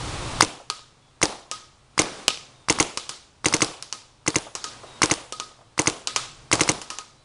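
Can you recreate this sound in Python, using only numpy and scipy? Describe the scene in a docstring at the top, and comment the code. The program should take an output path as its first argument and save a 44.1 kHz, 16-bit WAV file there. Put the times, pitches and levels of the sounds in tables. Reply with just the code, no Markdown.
"""Paintball shots in a backyard

A paintball marker fires single shots and quick strings close by in a fenced yard, with leaves, far
traffic, a bird and dull knocks behind it. Clicks, squeals and thumps are sums of dying tones; gas and
scrapes are shaped noise. About 0.3 s after nearly every shot a ball bursts on a distant target that rings.
Fence, house, ground and trees throw sound back. A gain control keeps the yard loud until the first
shot pushes it down."""
import sys
import numpy as np
from scipy import signal
from scipy.fft import rfft, irfft
from scipy.io import wavfile
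from scipy.ndimage import uniform_filter1d

SR = 44100
rng = np.random.default_rng(int(sys.argv[2]) if len(sys.argv) > 2 else 0)


def wav_record(signal):
    """Record a signal, one row per channel, as 16-bit PCM in the file named by sys.argv[1]."""
    frames = np.transpose(np.atleast_2d(signal))
    bounded = np.clip(frames, -1, 1)
    # unit amplitude maps onto the largest positive 16-bit level
    quanta = np.round(bounded * 32767).astype(np.int16)
    wavfile.write(sys.argv[1], SR, quanta)


N = 319380  # length of the scene in samples
T = np.arange(int(.45 * SR)) / SR  # the time axis of one short sound, in s


def amp(db):
    """Turns decibels into a gain."""
    return 10 ** (np.asarray(db) / 20)


def read(points, hz):
    """Reads a curve whose points are joined by straight lines on a log-frequency axis."""
    f, value = np.transpose(points)
    return np.interp(np.log(hz + 1), np.log(f + 1), value)


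def add(mix, s, sound):
    """Mixes a sound in at time s."""
    part = mix[max(round(s * SR), 0):][:len(sound)]
    part += sound[:len(part)]


def cut(x, kind, hz, order):
    """A gentle high-pass or low-pass filter."""
    return signal.sosfilt(signal.butter(order, hz, kind, fs=SR, output="sos"), x)


def noise(colour, size):
    """Random noise shaped to a spectrum and brought to an rms of 1."""
    spectrum = rfft(rng.standard_normal(size))
    x = irfft(spectrum * amp(read(colour, np.fft.rfftfreq(size, 1 / SR))), size)
    return x / x.std()


def puff(colour, db, rise, t60):
    """A burst of noise that swells over about `rise` s and dies by 60 dB in `t60` s."""
    return noise(colour, len(T)) * amp(db - 60 * T / t60) * (1 - np.exp(-T / rise))


def ring(modes, rise):
    """A struck part rings with several dying tones of alternating sign, set off by one push."""
    swing = np.zeros(len(T))
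    for k, (hz, db, t60) in enumerate(modes):
        swing += (-1) ** k * amp(db - 60 * T / t60) * np.sin(2 * np.pi * hz * T)
    return swing * (1 - np.exp(-T / rise))


# tone colours of the leaves and of the far traffic: [f/Hz, relative level/dB]
LEAVES = [(100, -13.5), (220, 0), (450, -1), (600, -1.5), (1140, -1), (1750, -8.5), (3800, -8), (6500, -13),
          (9700, -16), (11000, -26), (13000, -55.5)]
TRAFFIC = [(20, -8.5), (35, -3), (64, -6), (95, -6.5), (128, 1.5), (175, -15.5), (300, -15.5), (700, -51.5)]
# times when the background swells: [start t/s, hold t/s, leaves lift level/dB, traffic lift level/dB]
SWELLS = [(1.92, 0.055, 18, 4), (4.5, 0.28, 13, 5), (5.997, .22, 7, 8)]


def wash():
    """Leaves hiss over a rumble of far traffic; each swell rises, holds and sinks back."""
    rise_s, sink_s = 0.23, 0.23
    leaves_db, traffic_db = -60, -60  # resting levels
    t = np.arange(N) / SR
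    for start, hold, leaves_lift, traffic_lift in SWELLS:
        rise = np.clip((t - start) / rise_s, 0, 1)
        sink = np.exp(-np.maximum(t - start - rise_s - hold, 0) / sink_s)
        leaves_db = leaves_db + leaves_lift * rise * sink
        traffic_db = traffic_db + traffic_lift * rise * sink
    return noise(LEAVES, N) * amp(leaves_db) + noise(TRAFFIC, N) * amp(traffic_db)


# faint falling bird whistles: [t/s, length t/s, start f/Hz, end f/Hz, level/dB]
WHISTLES = [(1.0, .13, 3420, 3380, -66), (2.52, .16, 3800, 3560, -64), (4.85, .16, 3860, 3700, -52.5),
            (7.17, .07, 4050, 3950, -65)]


def bird():
    """Thin whistles from the trees: one falling tone each, whose pitch wavers at random."""
    out = np.zeros(N)
    for s, length, start_hz, end_hz, db in WHISTLES:
        size = int(length * SR)
        waver = .1 * uniform_filter1d(rng.standard_normal(len(T)), size=200)[:size]
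        pitch_hz = np.linspace(start_hz, end_hz, size) * (1 + waver)
        turns = np.cumsum(pitch_hz) / SR
        add(out, s, amp(db) * np.sin(2 * np.pi * turns) * signal.windows.tukey(size, .5))
    return out


# soft knocks in the yard: [t/s, relative level/dB]
YARD_KNOCKS = [(0.598, -44.5), (4.465, -43), (4.832, -41.5), (4.882, -48), (5.508, -53), (5.583, -54),
               (5.607, -50.5)]
# their dull colour: [f/Hz, relative level/dB]
DULL = [(200, -7), (600, 17), (1200, 10), (3000, -21)]


def knocks():
    """A few soft, dull knocks, each a short puff of low noise."""
    out = np.zeros(N)
    for s, db in YARD_KNOCKS:
        add(out, s, amp(db) * puff(DULL, db=7, rise=.004, t60=.1))
    return out


# single reflections from ground, house and fence: [delay t/s, level/dB]
WALLS = [(.0075, -10), (0.0237, -15), (0.0628, -22), (.076, -29), (0.0925, -22)]


def walls(x):
    """Ground, house and fence send back five delayed copies with little treble."""
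    out = np.zeros(N)
    for delay, db in WALLS:
        add(out, delay, amp(db) * x)
    return cut(out, "lowpass", hz=2700, order=1)


# colour of the yard's echo: [f/Hz, level/dB]
YARD_COLOUR = [(60, 1.5), (300, 5.5), (600, -1.5), (1200, -2.5), (2100, 1.5), (3600, 4), (6400, -2.5),
               (10000, -1)]
# how long the echo takes to die by 60 dB: [f/Hz, t60 t/s]
YARD_T60 = [(100, 0.14), (500, 0.54), (1200, 0.54), (4000, 0.47), (7000, 0.52), (11000, 0.32)]


def yard(x, build, patchy_db):
    """Foliage scatters a sound into diffuse noise whose power builds up and dies band by band."""
    hz, t, z = signal.stft(x, SR, nperseg=256)
    # share the power among neighbouring bands
    octave = np.log2(hz + 100)
    near_bands = np.exp(-((octave[:, None] - octave) / .22) ** 2)
    power = near_bands / near_bands.sum(1, keepdims=True) @ abs(z) ** 2
    # spread the power over time
    t = t[t < 1]
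    decay = (amp(-60 * t / read(YARD_T60, hz)[:, None]) * (1 - np.exp(-t / build))) ** 2
    decay /= decay.sum(1, keepdims=True)
    power = abs(signal.fftconvolve(power, decay, axes=1)[:, :z.shape[1]])
    # bushes and trunks answer in clumps
    clumps = uniform_filter1d(rng.standard_normal(z.shape), size=6, axis=0)
    clumps = uniform_filter1d(clumps, size=4, axis=1)
    colour_db = read(YARD_COLOUR, hz)[:, None] + patchy_db * clumps / clumps.std()
    scatter = signal.stft(rng.standard_normal(N), SR, nperseg=256)[2]
    scatter *= np.sqrt(power) / scatter.std() * amp(colour_db)
    return signal.istft(scatter, SR, nperseg=256)[1][:N]


# balls bursting: [t/s, force level/dB, target ring level/dB, scattered share level/dB]
HITS = [(0.7005, 2.5, -37, -2.5), (1.514, -1.5, -37, 2), (2.281, 15, -37.5, -8.5), (2.9738, 3.5, -49, -2),
        (3.093, -3.5, -48.5, 3.5), (3.8254, -7.5, -62, 1), (3.9265, -2.5, -47, -0.5),
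        (4.5521, -2.5, -49, 2), (4.642, -5.5, -38.5, 5.5), (5.324, -2.5, -39, -1.5),
        (5.3996, -0.5, -38, -3), (6.073, 2.5, -39, 0.5), (6.1616, 7.5, -34.5, 0.5), (6.816, -6.5, -57, 1.5),
        (6.9027, -2, -41.5, 1), (6.9862, -4, -41, -3)]
# tones of the cracking shell: [f/Hz, level/dB, t60 t/s]
SHELL = [(2420, 8, 0.012), (2950, 15, 0.009), (3310, 10, 0.0064)]
# tones of the target, the first two beating against each other: [f/Hz, level/dB, t60 t/s]
TARGET = [(1246, 6, .25), (1265, 5, .22), (1250, -8, .5), (1612, -14, .1), (2105, -11, .1), (2490, -14, .1),
          (440, -6, .08)]
# colours of the splat, the crack, the knock and
# the target's note coming back from the trees: [f/Hz, relative level/dB]
SPLAT = [(2500, -18), (4300, 1), (6000, 2.5), (8500, -4.5), (11000, -15)]
CRACK = [(1400, -15.5), (2200, 2), (3000, 2), (3600, 5), (5000, -34.5)]
KNOCK = [(150, -31), (420, 0.5), (750, -4.5), (1100, 4.5), (1450, -2.5), (2200, -12.5)]
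TARGET_ECHO = [(1120, -40), (1235, -2), (1265, 0), (1400, -35)]


def balls():
    """Each shell cracks with a sharp splat and rings the target; its spray spreads all round."""
    direct, spray = np.zeros(N), np.zeros(N)
    shell, target = ring(SHELL, rise=.0001), ring(TARGET, rise=0.0019)
    for s, force_db, ring_db, scatter_db in HITS:
        # with force the crack grows fastest and the knock slowest
        splat_db = -25.5 + force_db
        crack_db = -34.5 + 1.25 * force_db
        knock_db = -29.5 + 0.83 * force_db
        add(direct, s, amp(splat_db) * puff(SPLAT, db=14.0, rise=0.000086, t60=0.0047))
        add(direct, s, amp(crack_db) * shell)
        add(direct, s, amp(knock_db) * puff(KNOCK, db=9.0, rise=0.00025, t60=0.012))
        target_echo = puff(TARGET_ECHO, db=-9.5, rise=.012, t60=0.49)
        add(direct, s, amp(ring_db) * (target + target_echo))
        for colour, db in ((SPLAT, splat_db), (CRACK, crack_db), (KNOCK, knock_db)):
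            add(spray, s, amp(db + scatter_db) * puff(colour, db=-1.0, rise=0.0011, t60=0.051))
    return direct, spray


BLAST_S = .002  # from the hammer blow to the blast, in s
# shots, played by muzzle() and marker(): [hammer blow t/s, thump level/dB, sear click level/dB]
SHOTS = [(0.4213, -0.9, 9), (1.2284, -0.5, 1.5), (1.9911, 1.5, 5), (2.6982, -0.5, 4), (2.8, 0.5, 2.5),
         (3.4575, -1.5, 1), (3.5386, -2.5, 1), (3.619, -1.2, 0.5), (4.2767, -6.5, -4), (4.3575, -5.5, -4.5),
         (5.0311, 0.3, 11.5), (5.1119, -3, -0.5), (5.791, -3.7, -1.5), (5.872, -3, -0.5),
         (6.5274, 1.5, 5.5), (6.6081, -0.8, 2.5), (6.6902, -2, 0.5)]
# colour of the blast: [f/Hz, relative level/dB]
MUZZLE = [(80, -6.5), (140, 8.5), (220, -14), (330, 1.5), (520, 5.5), (750, 6), (1200, 4.5), (1750, -10),
          (2400, -5), (4000, -7.5), (6500, -2.5), (10000, -14)]


def muzzle():
    """The blast of gas thrown forward into the yard, heard only as it comes back."""
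    out = np.zeros(N)
    for s, thump_db, _ in SHOTS:
        add(out, s + BLAST_S, amp(thump_db) * puff(MUZZLE, db=-19.5, rise=0.00085, t60=0.055))
    return out


# tones of the marker's parts: [f/Hz, level/dB, t60 t/s]
SEAR = [(1080, -11, 0.0062), (1540, -11.5, 0.0023), (260, -19.5, 0.0036), (2050, -31, 0.015)]
HAMMER = [(2026, -9.5, 0.022), (2830, -8.5, 0.0043), (1280, -7, 0.0031), (3900, -0.5, 0.00092),
          (5500, -11, 0.0043), (6700, -19.5, 0.01)]
VALVE = [(6304, 4, 0.0043), (7200, -3.5, 0.0039), (9700, -9.5, 0.0063)]
BARREL = [(171, -14, 0.032), (108, -13.5, 0.03), (312, -13, 0.08), (367.6, -23.5, 0.073), (453, -20, 0.094),
          (549, -25, .06), (660, -31.5, 0.041), (831, -32, 0.044), (960, -23.5, 0.048), (1140, -37, 0.15)]
# colours of the mechanical snaps, the gas and the thin refill hiss: [f/Hz, relative level/dB]
SNAP = [(300, -6), (1500, -9), (2800, -9), (5200, 2.5), (7000, -7), (9000, -2.5), (11000, -19)]
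GAS = [(60, -12), (130, -1), (230, -8.5), (330, -5.5), (1000, 3), (1800, -5.5), (2300, -5.5), (4000, -5.5),
       (6500, -6), (9500, -8.5), (11000, -18.5)]
REFILL = [(8500, -19.5), (9500, 2), (10100, -2), (10800, -24)]


def marker():
    """Parts ring and gas hisses in each shot, with its own thump and click strength and fresh noise."""
    # times in s, counted from the hammer blow
    trigger_s, sear_s, scrape_s = -.0162, -.0129, -.012
    bounce_s, valve_s, bolt_s = .0018, .0039, .0271
    out = np.zeros(N)
    sear, hammer = -ring(SEAR, rise=.0001), -ring(HAMMER, rise=.0001)
    valve, barrel = ring(VALVE, rise=.0005), ring(BARREL, rise=0.0015)
    for s, thump_db, sear_db in SHOTS:
        # the trigger ticks, then the sear lets the hammer go, which scrapes forward
        add(out, s + trigger_s, puff(SNAP, db=-37.5, rise=0.00075, t60=0.0057))
        add(out, s + sear_s, amp(sear_db) * sear)
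        add(out, s + scrape_s, amp(sear_db) * puff(SNAP, db=-24, rise=0.0001, t60=0.031))
        # the hammer strikes the valve and bounces once
        blow = hammer + puff(SNAP, db=-13.0, rise=.0001, t60=0.017)
        add(out, s, amp(thump_db / 2) * blow)
        add(out, s + bounce_s, amp(thump_db - 7) * hammer)
        # the barrel's hollow note changes less from shot to shot than the hiss
        add(out, s + BLAST_S, amp(.3 * thump_db) * barrel)
        # gas squeals through the valve, a little louder in a stronger shot, and hisses
        add(out, s + valve_s, amp(1.3 + 0.23 * thump_db) * valve)
        add(out, s + valve_s, amp(thump_db) * puff(GAS, db=-16.5, rise=0.00026, t60=0.083))
        # the bolt slams back and is caught, and fresh gas refills the valve
        add(out, s + bolt_s, amp(thump_db) * puff(SNAP, db=-11.0, rise=0.00012, t60=0.0063))
        add(out, s + bolt_s, puff(REFILL, db=-48, rise=.01, t60=0.5))
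    return out


def scene():
    """Adds the near marker, the far target, their echoes and the background."""
    # so small a muzzle sends out little deep bass
    near, blast = cut([marker(), muzzle()], "highpass", hz=58, order=2)
    far, spray = balls()
    blast_echo = amp(0.5) * yard(blast, build=0.027, patchy_db=1.5)
    hit_echo = amp(-1) * yard(spray, build=0.0039, patchy_db=1.5)
    reflections = walls(far + amp(-9.5) * near + amp(7.0) * blast)
    background = knocks() + bird() + wash()
    return (near + far + spray + blast_echo + hit_echo + reflections + background)[None]


def record(dry):
    """Gain control falls within milliseconds at the first shot and stays down; the loudest peaks clip."""
    # follow the loudness over a few milliseconds
    keep = np.exp(-1 / (0.0049 * SR))
    level_db = 10 * np.log10(signal.lfilter([1 - keep], [1, -keep], dry[0] ** 2) + 1e-12)
    # hold each peak of the loudness, letting the held value sink by 1.2 dB a second
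    sink_db = 1.2 * np.arange(N) / SR
    held_db = np.maximum.accumulate(level_db + sink_db) - sink_db
    # the held value stays so high after the first shot that the cut remains at its limit
    full_gain_db, threshold_db = 26, -46
    cut_db = np.clip(held_db - threshold_db, 0, full_gain_db)
    lag = np.exp(-1 / (0.0013 * SR))
    x = dry * amp(full_gain_db - signal.lfilter([1 - lag], [1, -lag], cut_db))
    # the preamplifier rounds off overload
    x = x / (1 + (x / 1.05) ** 4) ** (1 / 4)
    # the band is limited, then the converter clips the last peaks and limits the band again
    mic_filter = signal.firwin(129, 10900, window=("kaiser", 7), fs=SR)
    x = signal.oaconvolve(x, mic_filter[None], "same")
    edge_filter = signal.firwin(255, 15600, window=("kaiser", 9), fs=SR)
    return signal.oaconvolve(np.clip(x, -1, 1), edge_filter[None], "same")


dry = scene()
out = record(dry)
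wav_record(out)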